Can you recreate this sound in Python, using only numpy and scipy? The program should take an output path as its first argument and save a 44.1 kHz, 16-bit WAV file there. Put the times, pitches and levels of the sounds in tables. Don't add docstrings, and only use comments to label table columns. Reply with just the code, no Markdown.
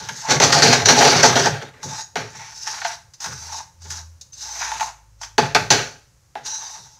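import sys
import numpy as np
from scipy import signal
from scipy.fft import rfft, irfft, next_fast_len
from scipy.io import wavfile
from scipy.ndimage import uniform_filter1d, minimum_filter1d, map_coordinates

SR = 44100
rng = np.random.default_rng(int(sys.argv[2]) if len(sys.argv) > 2 else 0)


def rack_gain(trim_db):
    fader = np.asarray(trim_db, float)
    return 10 ** (fader / 20)


def digitize_waveform(pressure):
    field = np.atleast_2d(pressure).T
    bounded = np.clip(field, -1, 1)
    quanta = np.round(bounded * 32767).astype(np.int16)
    wavfile.write(sys.argv[1], SR, quanta)


N = 308259

# t/s, peak level/dB, thud/dB, sprayed grains/dB
KNOCKS = [
    (2.1565, -14, 2.5, -28),
    (5.3809, 1, -1, -23.5),
    (5.5481, 2, -1.5, -24),
    (5.704, 10, -13.5, -11.5),
    (6.354, -42.5, 29.5, -49),
]
PUSH_RISE_DB_S, PUSH_FALL_DB_S = 870, 150


def unit(x):
    return x / np.sqrt(np.mean(x ** 2) + 1e-20)


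def along(points, hz):
    f, v = np.transpose(points)
    return np.interp(np.log(hz + 1), np.log(f + 1), v)


def curves(rows):
    s, *cols = np.transpose(rows)
    return np.array([np.interp(np.arange(N) / SR, s, c) for c in cols])


def wobble(rate_hz):
    knots = rng.standard_normal(int(N * rate_hz / SR) + 4)
    return map_coordinates(knots, [np.arange(N) * rate_hz / SR])


def filtered(x, response):
    m = next_fast_len(N + SR // 2)
    return irfft(rfft(x, m) * response(np.fft.rfftfreq(m, 1 / SR)), m)[:N]


def modes(table):
    def response(f):
        total = 0
        for k, (centre_hz, width_hz, db) in enumerate(table):
            damping = 1j * f * width_hz
            total = total + (-1) ** k * rack_gain(db) * damping / (centre_hz * centre_hz - f * f + damping)
        return total
    return response


def steep(table):
    low_hz, top_hz = 1.2 * table[0][0], 1.2 * table[-1][0]

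    def response(f):
        highpass = (1j * f / low_hz / (1 + 1j * f / low_hz)) ** 2
        return modes(table)(f) * highpass / (1 + 1j * f / top_hz)
    return response


def colour(table):
    return lambda f: rack_gain(along(table, f))


def driven(force, blows, exciter, response):
    return filtered(force * exciter + blows, response) / np.std(filtered(exciter, response))


def swell(s, length_s, start_db, end_db, rise_db_s, fall_db_s):
    t = np.arange(N * 1000 // SR + 2) / 1000
    course = np.interp(t, [s, s + length_s + 1e-3], [start_db, end_db])
    return course - rise_db_s * np.maximum(s - t, 0) - fall_db_s * np.maximum(t - s - length_s, 0)


def per_sample(power):
    return np.interp(np.arange(N) * 1000 / SR, np.arange(len(power)), np.sqrt(power))


def air():
    # f/Hz, density/dB
    tone_points = [(71, -31), (120, -3), (200, -23), (479, -28.5), (552, -19.5), (624, -31), (899, -25.5),
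                   (3440, -35), (6340, -25), (8600, -35), (15500, -42.5)]
    # f/Hz, density/dB
    rumble_points = [(15, -23), (30, -16), (60, -6), (90, -7.5)]
    noise = filtered(rng.standard_normal(N), colour(rumble_points + tone_points[1:]))
    return rack_gain(-58 + .8 * wobble(1.4)) * unit(noise)


def engine():
    # t/s, firing f/Hz, level/dB, second order/dB
    engine_course = [(2.3, 83.8, -68, -82), (2.77, 82.1, -64, -69), (3.05, 84, -61, -70),
                     (3.2, 83.8, -71, -80), (3.3, 80.3, -47.5, -70), (3.52, 81.84, -45.5, -67),
                     (3.72, 83.2, -61, -69), (3.85, 83.3, -40, -70), (4.05, 80.8, -41.5, -63),
                     (4.15, 82.2, -46, -73), (4.24, 73.3, -64.5, -77), (4.35, 63.14, -59.5, -70.5),
                     (4.69, 59.8, -49, -65), (4.95, 53.15, -54, -65), (5.13, 51.6, -54.5, -57.5),
                     (5.82, 51, -49.5, -60), (6.0, 50.55, -68.5, -80.5), (6.99, 51.4, -69.5, -76.5)]
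    hz, first_db, second_db = curves(engine_course)
    phase = 2 * np.pi * np.cumsum(hz * (1 + 0.011 * wobble(21))) / SR
    first = rack_gain(first_db + .8 * wobble(8)) * np.sin(phase)
    second = rack_gain(second_db + 1.7 * wobble(7.8)) * np.sin(2 * phase)
    return np.sqrt(2) * (first + second)


def kitchen(x):
    # f/Hz, t60/s
    decay_points = [(100, 0.089), (300, 0.27), (1800, 0.37), (5000, 0.31), (12000, 0.45)]
    wet, hop = np.zeros(N + 2 * SR), SR // 4
    for start in range(0, N, hop):
        hz, t, z = signal.stft(rng.standard_normal(3 * hop), SR, nperseg=256)
        fade = rack_gain(-60 * t / along(decay_points, hz)[:, None])
        next_room = rack_gain(-29.0 - 60 * t / 0.95) * (1 - t / t[-1])
        tail = signal.istft(z * (fade + next_room), SR, nperseg=256)[1]
        piece = signal.fftconvolve(x[start:start + hop], tail / np.linalg.norm(tail))
        wet[start + 250:][:len(piece)] += piece
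    return wet[:N]


def rocking():
    # t/s, level/dB
    pushes = [(.01, -38.5), (.1, -37.5), (.66, -18.5), (1.15, -22), (1.65, -48), (1.845, -31),
              (2.165, -30.5), (2.36, -47.5), (2.86, -55), (3.27, -37), (3.851, -44.5), (4.75, -50.5),
              (5.415, -26.5), (5.575, -25.5), (5.73, -27.5), (6.39, -53), (6.785, -51)]
    return sum(rack_gain(swell(s, 0, db, db, PUSH_RISE_DB_S, PUSH_FALL_DB_S)) ** 2 for s, db in pushes)


def stove():
    # f/Hz, width/Hz, level/dB
    stove_modes = [(73, 34, -15.5), (108.4, 5.6, 0), (123.8, 11, -0.5), (143.3, 22, -0.5), (193, 40, -12)]
    shaken_db = swell(.29, 1.21, -26, -28.5, PUSH_RISE_DB_S, PUSH_FALL_DB_S)
    power, blows = rocking() + rack_gain(shaken_db) ** 2, np.zeros(N)
    for s, db, _, _ in KNOCKS:
        blows[round(s * SR)] = rack_gain(db - 2.5)
    return driven(per_sample(power), blows, rng.standard_normal(N), steep(stove_modes))


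def squeaks():
    # t/s, length/s, start f/Hz, end f/Hz, level/dB
    squeak_events = [(1.96, .1, 6700, 6650, -38), (1.98, .07, 5600, 5550, -43),
                     (1.97, .07, 3800, 3750, -50), (2.33, .16, 5650, 5950, -47),
                     (6.46, .14, 4050, 3950, -40), (6.6, .09, 3800, 3700, -46),
                     (6.44, .19, 5750, 5850, -35), (6.47, .16, 6250, 6400, -36),
                     (6.64, .05, 4750, 4700, -41), (6.64, .06, 6200, 6000, -39),
                     (4.322, .035, 6250, 6150, -39)]
    t, sound = np.arange(N) / SR, np.zeros(N)
    for s, length_s, start_hz, end_hz, db in squeak_events:
        u = np.clip((t - s) / length_s, 0, 1)
        phase = 2 * np.pi * np.cumsum(start_hz + (end_hz - start_hz) * u) / SR
        tone = wobble(330) * np.sin(phase) + wobble(330) * np.cos(phase)
        sound += rack_gain(db) * np.sqrt(np.abs(np.sin(np.pi * u))) * tone
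    return sound


def contacts(share, spread_db, clump_db, clump_rate_hz):
    struck = rng.random(N) < share
    size = rack_gain(spread_db * np.minimum(rng.exponential(1, N), 4.0) + clump_db * wobble(clump_rate_hz))
    return unit(struck * size * rng.standard_normal(N))


def patchy(x, depth_db):
    z = signal.stft(x, nperseg=512)[2]
    field = rng.standard_normal(z.shape)
    for _ in range(2):
        field = uniform_filter1d(uniform_filter1d(field, size=4, axis=0), size=18, axis=1)
    return unit(signal.istft(z * rack_gain(depth_db * unit(field)), nperseg=512)[1][:N])


def exciters():
    chatter = rack_gain(2.5 * wobble(70))
    grains = patchy(contacts(share=.32, spread_db=.4, clump_db=1.5, clump_rate_hz=60), depth_db=2.0)
    scrape = unit(chatter * contacts(share=.1, spread_db=1.15, clump_db=1.5, clump_rate_hz=70))
    wood = contacts(share=.25, spread_db=-.7, clump_db=.55, clump_rate_hz=41)
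    rasp = patchy(chatter * wood, depth_db=2.0)
    grind = contacts(share=.3, spread_db=2.0, clump_db=.66, clump_rate_hz=53)
    return grains, scrape, rasp, grind


def motion():
    # t/s, length/s, rattle start/dB, rattle end/dB, bottom pressure/dB
    strokes = [(.22, .06, -41.5, -31, 4), (1.839, .07, -32.5, -32.5, -8), (1.915, 0.08, -33.5, -30.5, -5),
               (2.279, 0.055, -47, -44, -9), (2.556, .1, -37.5, -35, -15), (3.402, .1, -35.5, -32.5, -10),
               (3.51, 0.089, -32.5, -33, -4.5), (3.82, 0.0714, -43.5, -40, -9.5),
               (3.907, .09, -30.5, -36, -8.5), (4.35, .08, -46, -29, -25), (4.43, .16, -34.5, -29, -10),
               (4.805, 0.089, -29, -36.5, 2), (6.461, 0.1, -28, -35, -10.5), (6.579, 0.2, -35, -39, -4.5),
               (6.766, 0.23, -42, -53, -8.5)]
    # t/s, length/s, rattle start/dB, rattle end/dB, bottom pressure/dB
    scrapes = [(0.0, 0.073, -34, -38, -4), (0.101, .12, -38.5, -31, -14), (2.355, 0.17, -38, -42, -4.5),
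               (2.672, 0.18, -29, -37.5, -3.5), (2.858, 0.079, -28, -34, -3.5),
               (3.22, .17, -30.5, -38, -12), (4.6, 0.18, -28, -33.5, -1.5),
               (5.225, 0.023, -34, -35.5, -10.5)]
    # t/s, length/s, rattle start/dB, rattle end/dB
    slides = [(.285, 0.026, -28.5, -14.5), (0.319, 0.051, -14.5, -25.5), (0.419, 0.088, -10.5, -21.5),
              (0.526, 0.089, -14, -19.5), (0.629, .2, -9.5, -26.5), (0.86, .02, -13, -14.5),
              (0.888, 0.044, -8, -13.5), (0.952, .04, -22, -12), (0.993, .085, -13.5, -12),
              (1.077, .13, -13, -18.5), (1.234, 0.11, -5.5, -32), (1.359, .12, -16.5, -22),
              (1.481, 0.21, -34.5, -55.5), (1.74, 0.22, -61.5, -64.5)]
    power = np.outer([0, 0, 0, rack_gain(-6.5) ** 2], rocking())
    for rows, offset_db, share in [(strokes, -7.5, .45), (scrapes, 0, .6)]:
        for *shape, press_db in rows:
            bodies_db = np.array([0, press_db, offset_db + share * press_db, -25.5 + .3 * press_db])
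            power += rack_gain(swell(*shape, 900, 424) + bodies_db[:, None]) ** 2
    for shape in slides:
        surge_db = swell(*shape, 1840, 740)
        course_db = np.clip(surge_db, min(shape[2:]), None) + 14.5
        evening_db = np.outer([0, .26, .35, .27], course_db)
        bodies_db = np.array([0, -4, -2, -5])[:, None] - evening_db
        power += rack_gain(surge_db + bodies_db) ** 2
    for s, _, thud_db, spray_db in KNOCKS:
        bodies_db = np.array([0, -3, 2.5, -3]) + .26 * thud_db * np.array([0, 1, 1, 1])
        power += rack_gain(swell(s + .011, 0, spray_db, spray_db, 9000, 169) + bodies_db[:, None]) ** 2
    return power


def hits():
    # t/s, jumping rice peak/dB, pan ring/dB, coil/dB, rattle t60/s
    jolts = [(0.286, -18.5, 3.5, 4.5, 0.056), (.4005, 2.5, -6, -7.5, .05), (0.4358, 1.5, -31, -25, .09),
             (0.5259, -0.5, -14, -15, .06), (0.6209, 2.5, -16, -14, .13), (.7272, 4, -12, -24, 0.099),
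             (0.8573, 4, -18, -20, 0.054), (0.8866, 8, -19.5, -24.5, 0.12), (.985, -5, 1.5, -11, 0.13),
             (1.0494, 1.5, -9.5, -7.5, .065), (1.231, 4.5, -18.5, -9.5, .09),
             (1.3559, -7.5, -1.5, 0.5, 0.1), (1.4575, -4, -5, -10, .12), (1.6235, -23.5, -1, -1, 0.1)]
    # t/s, peak level/dB, pan ring/dB, spoon/dB
    taps = [(.0879, -14, -7, -6), (1.8303, -17.5, -5, -9), (2.0074, -18, -23, -15), (2.3506, -42, 14, 2),
            (2.6748, -19.5, -15, -8.5), (2.817, -31, 8.5, 14), (2.848, -19.5, 10.5, 6),
            (3.136, -26, -27.5, -19), (3.2031, -15.5, -19, -18.5), (3.243, -13.5, -7, -6.5),
            (3.2594, -13, -5, -8), (3.5444, -28, 10.5, -13), (3.6044, -32.5, 13, -10.5),
            (3.818, -28.5, -15.5, -22), (3.9038, -12.5, -28.5, -14), (4.211, -23, -36, -37),
            (4.3306, -24, -40, -25), (4.6104, -23.5, 9.5, -19), (4.7171, -19, 8, 3), (4.7971, -20, -1, 1.5),
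            (4.8083, -17.5, 9.5, 5.5), (4.8274, -17.5, 7, -0.5), (5.214, -17.5, -5, -12.5),
            (5.2325, -21, -14, -1.5), (6.4576, -29.5, -4, -23), (6.7023, -24, -6, -36)]
    blows = [(s, db, ring_db, -7.5, coil_db, t60_s) for s, db, ring_db, coil_db, t60_s in jolts]
    for s, db, thud_db, _ in KNOCKS:
        blows.append((s, db, thud_db, -2.4 + .8 * thud_db, -6.5 + .75 * thud_db, .067))
    for s, db, ring_db, spoon_db in taps:
        t60_s = .09 * rack_gain(-.6 * max(ring_db, 0))
        blows.append((s, db, ring_db, spoon_db, -37, t60_s))
    return blows


def forces():
    moving = rack_gain(-2.0) * np.array([per_sample(row) for row in motion()])
    power = np.pad(moving ** 2, ((0, 0), (0, SR)))
    t, blows = np.arange(SR // 3) / SR, np.zeros((4, N))
    for s, db, ring_db, spoon_db, burner_db, t60_s in hits():
        i = round(s * SR)
        peak = rack_gain(db + np.array([-12, ring_db - 8.5, spoon_db - 8.5, burner_db - 8.0]))
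        onset_s = 0.00028 * max(rack_gain(-.8 * db - 12.5), 1)
        shape = rack_gain(-60 * t / max(t60_s, .01)) * (1 - np.exp(-t / onset_s))
        power[:, i:][:, :len(t)] += np.outer(peak, shape) ** 2
        blows[:, i] = peak * rack_gain([0.5, 21.5, 19.5, 19.5])
    return np.sqrt(power[:, :N]), blows


def pan():
    # f/Hz, density/dB
    ploughed_rice = [(1650, -39.5), (2800, -21.5), (3160, -27.5), (3810, -11.5), (4460, -11.5), (5980, -3),
                     (6430, -5), (6910, -11), (8560, -25), (15500, -38.5)]
    # f/Hz, density/dB
    tossed_rice = [(1470, -40), (2500, -17), (3340, -14), (4300, -4), (5250, -8), (5970, -1.5), (6750, -9),
                   (8550, -28.5), (14800, -44.5), (15500, -42)]
    # f/Hz, width/Hz, level/dB
    pressed_bottom = [(658.4, 73, -14.5), (877, 33, 1), (936, 28, -5), (1000, 110, -12.5)]
    # f/Hz, width/Hz, level/dB
    free_bottom = [(685.4, 42, -1), (819, 83, -1), (864.5, 60, 1.5), (926, 100, -8.5)]
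    # f/Hz, width/Hz, level/dB
    spoon_modes = [(1072, 150, -4), (1272, 170, -1), (1430, 177, 1), (1614, 178, 1.5), (1886, 262, -2.5),
                   (2365, 324, -4.5), (2518, 295, -4), (3570, 1800, -13.5)]
    # f/Hz, width/Hz, level/dB
    coil_modes = [(240, 13, 0.5), (309, 44, -7.5), (356, 46, -5.5), (434.3, 59, -3), (499.4, 40, -3),
                  (560, 130, -7.5)]
    # from t/s, to t/s
    free_spans = [
        (.28, 1.7),
        (2.14, 2.3),
        (2.81, 2.87),
        (5.3, 6.05),
        (6.34, 6.44),
    ]
    force, blows = forces()
    clock = np.arange(N) / SR
    free = sum((clock > a) & (clock < b) for a, b in free_spans)
    wood_and_coil = [steep(spoon_modes), steep(coil_modes)]
    pressed = [colour(ploughed_rice), steep(pressed_bottom)] + wood_and_coil
    loose = [colour(tossed_rice), steep(free_bottom)] + wood_and_coil
    sound = np.zeros(N)
    for gate, bodies in [(1 - free, pressed), (free, loose)]:
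        sound += sum(driven(*part) for part in zip(gate * force, gate * blows, exciters(), bodies))
    return sound


def scene():
    near = pan() + squeaks()
    return (near + rack_gain(-8.5) * kitchen(near) + stove() + engine() + air())[None]


def band_limit(x):
    return signal.sosfilt(signal.butter(12, 15670, fs=SR, output="sos"), x)


def record(dry):
    needed = np.minimum(1, .97 / (np.abs(dry) + 1e-9))
    gain = uniform_filter1d(minimum_filter1d(needed, size=25, axis=1), size=25, axis=1)
    mix = filtered((dry * gain)[0], lambda f: f < 15700)[None]
    return band_limit(mix)


dry = scene()
out = record(dry)
digitize_waveform(out)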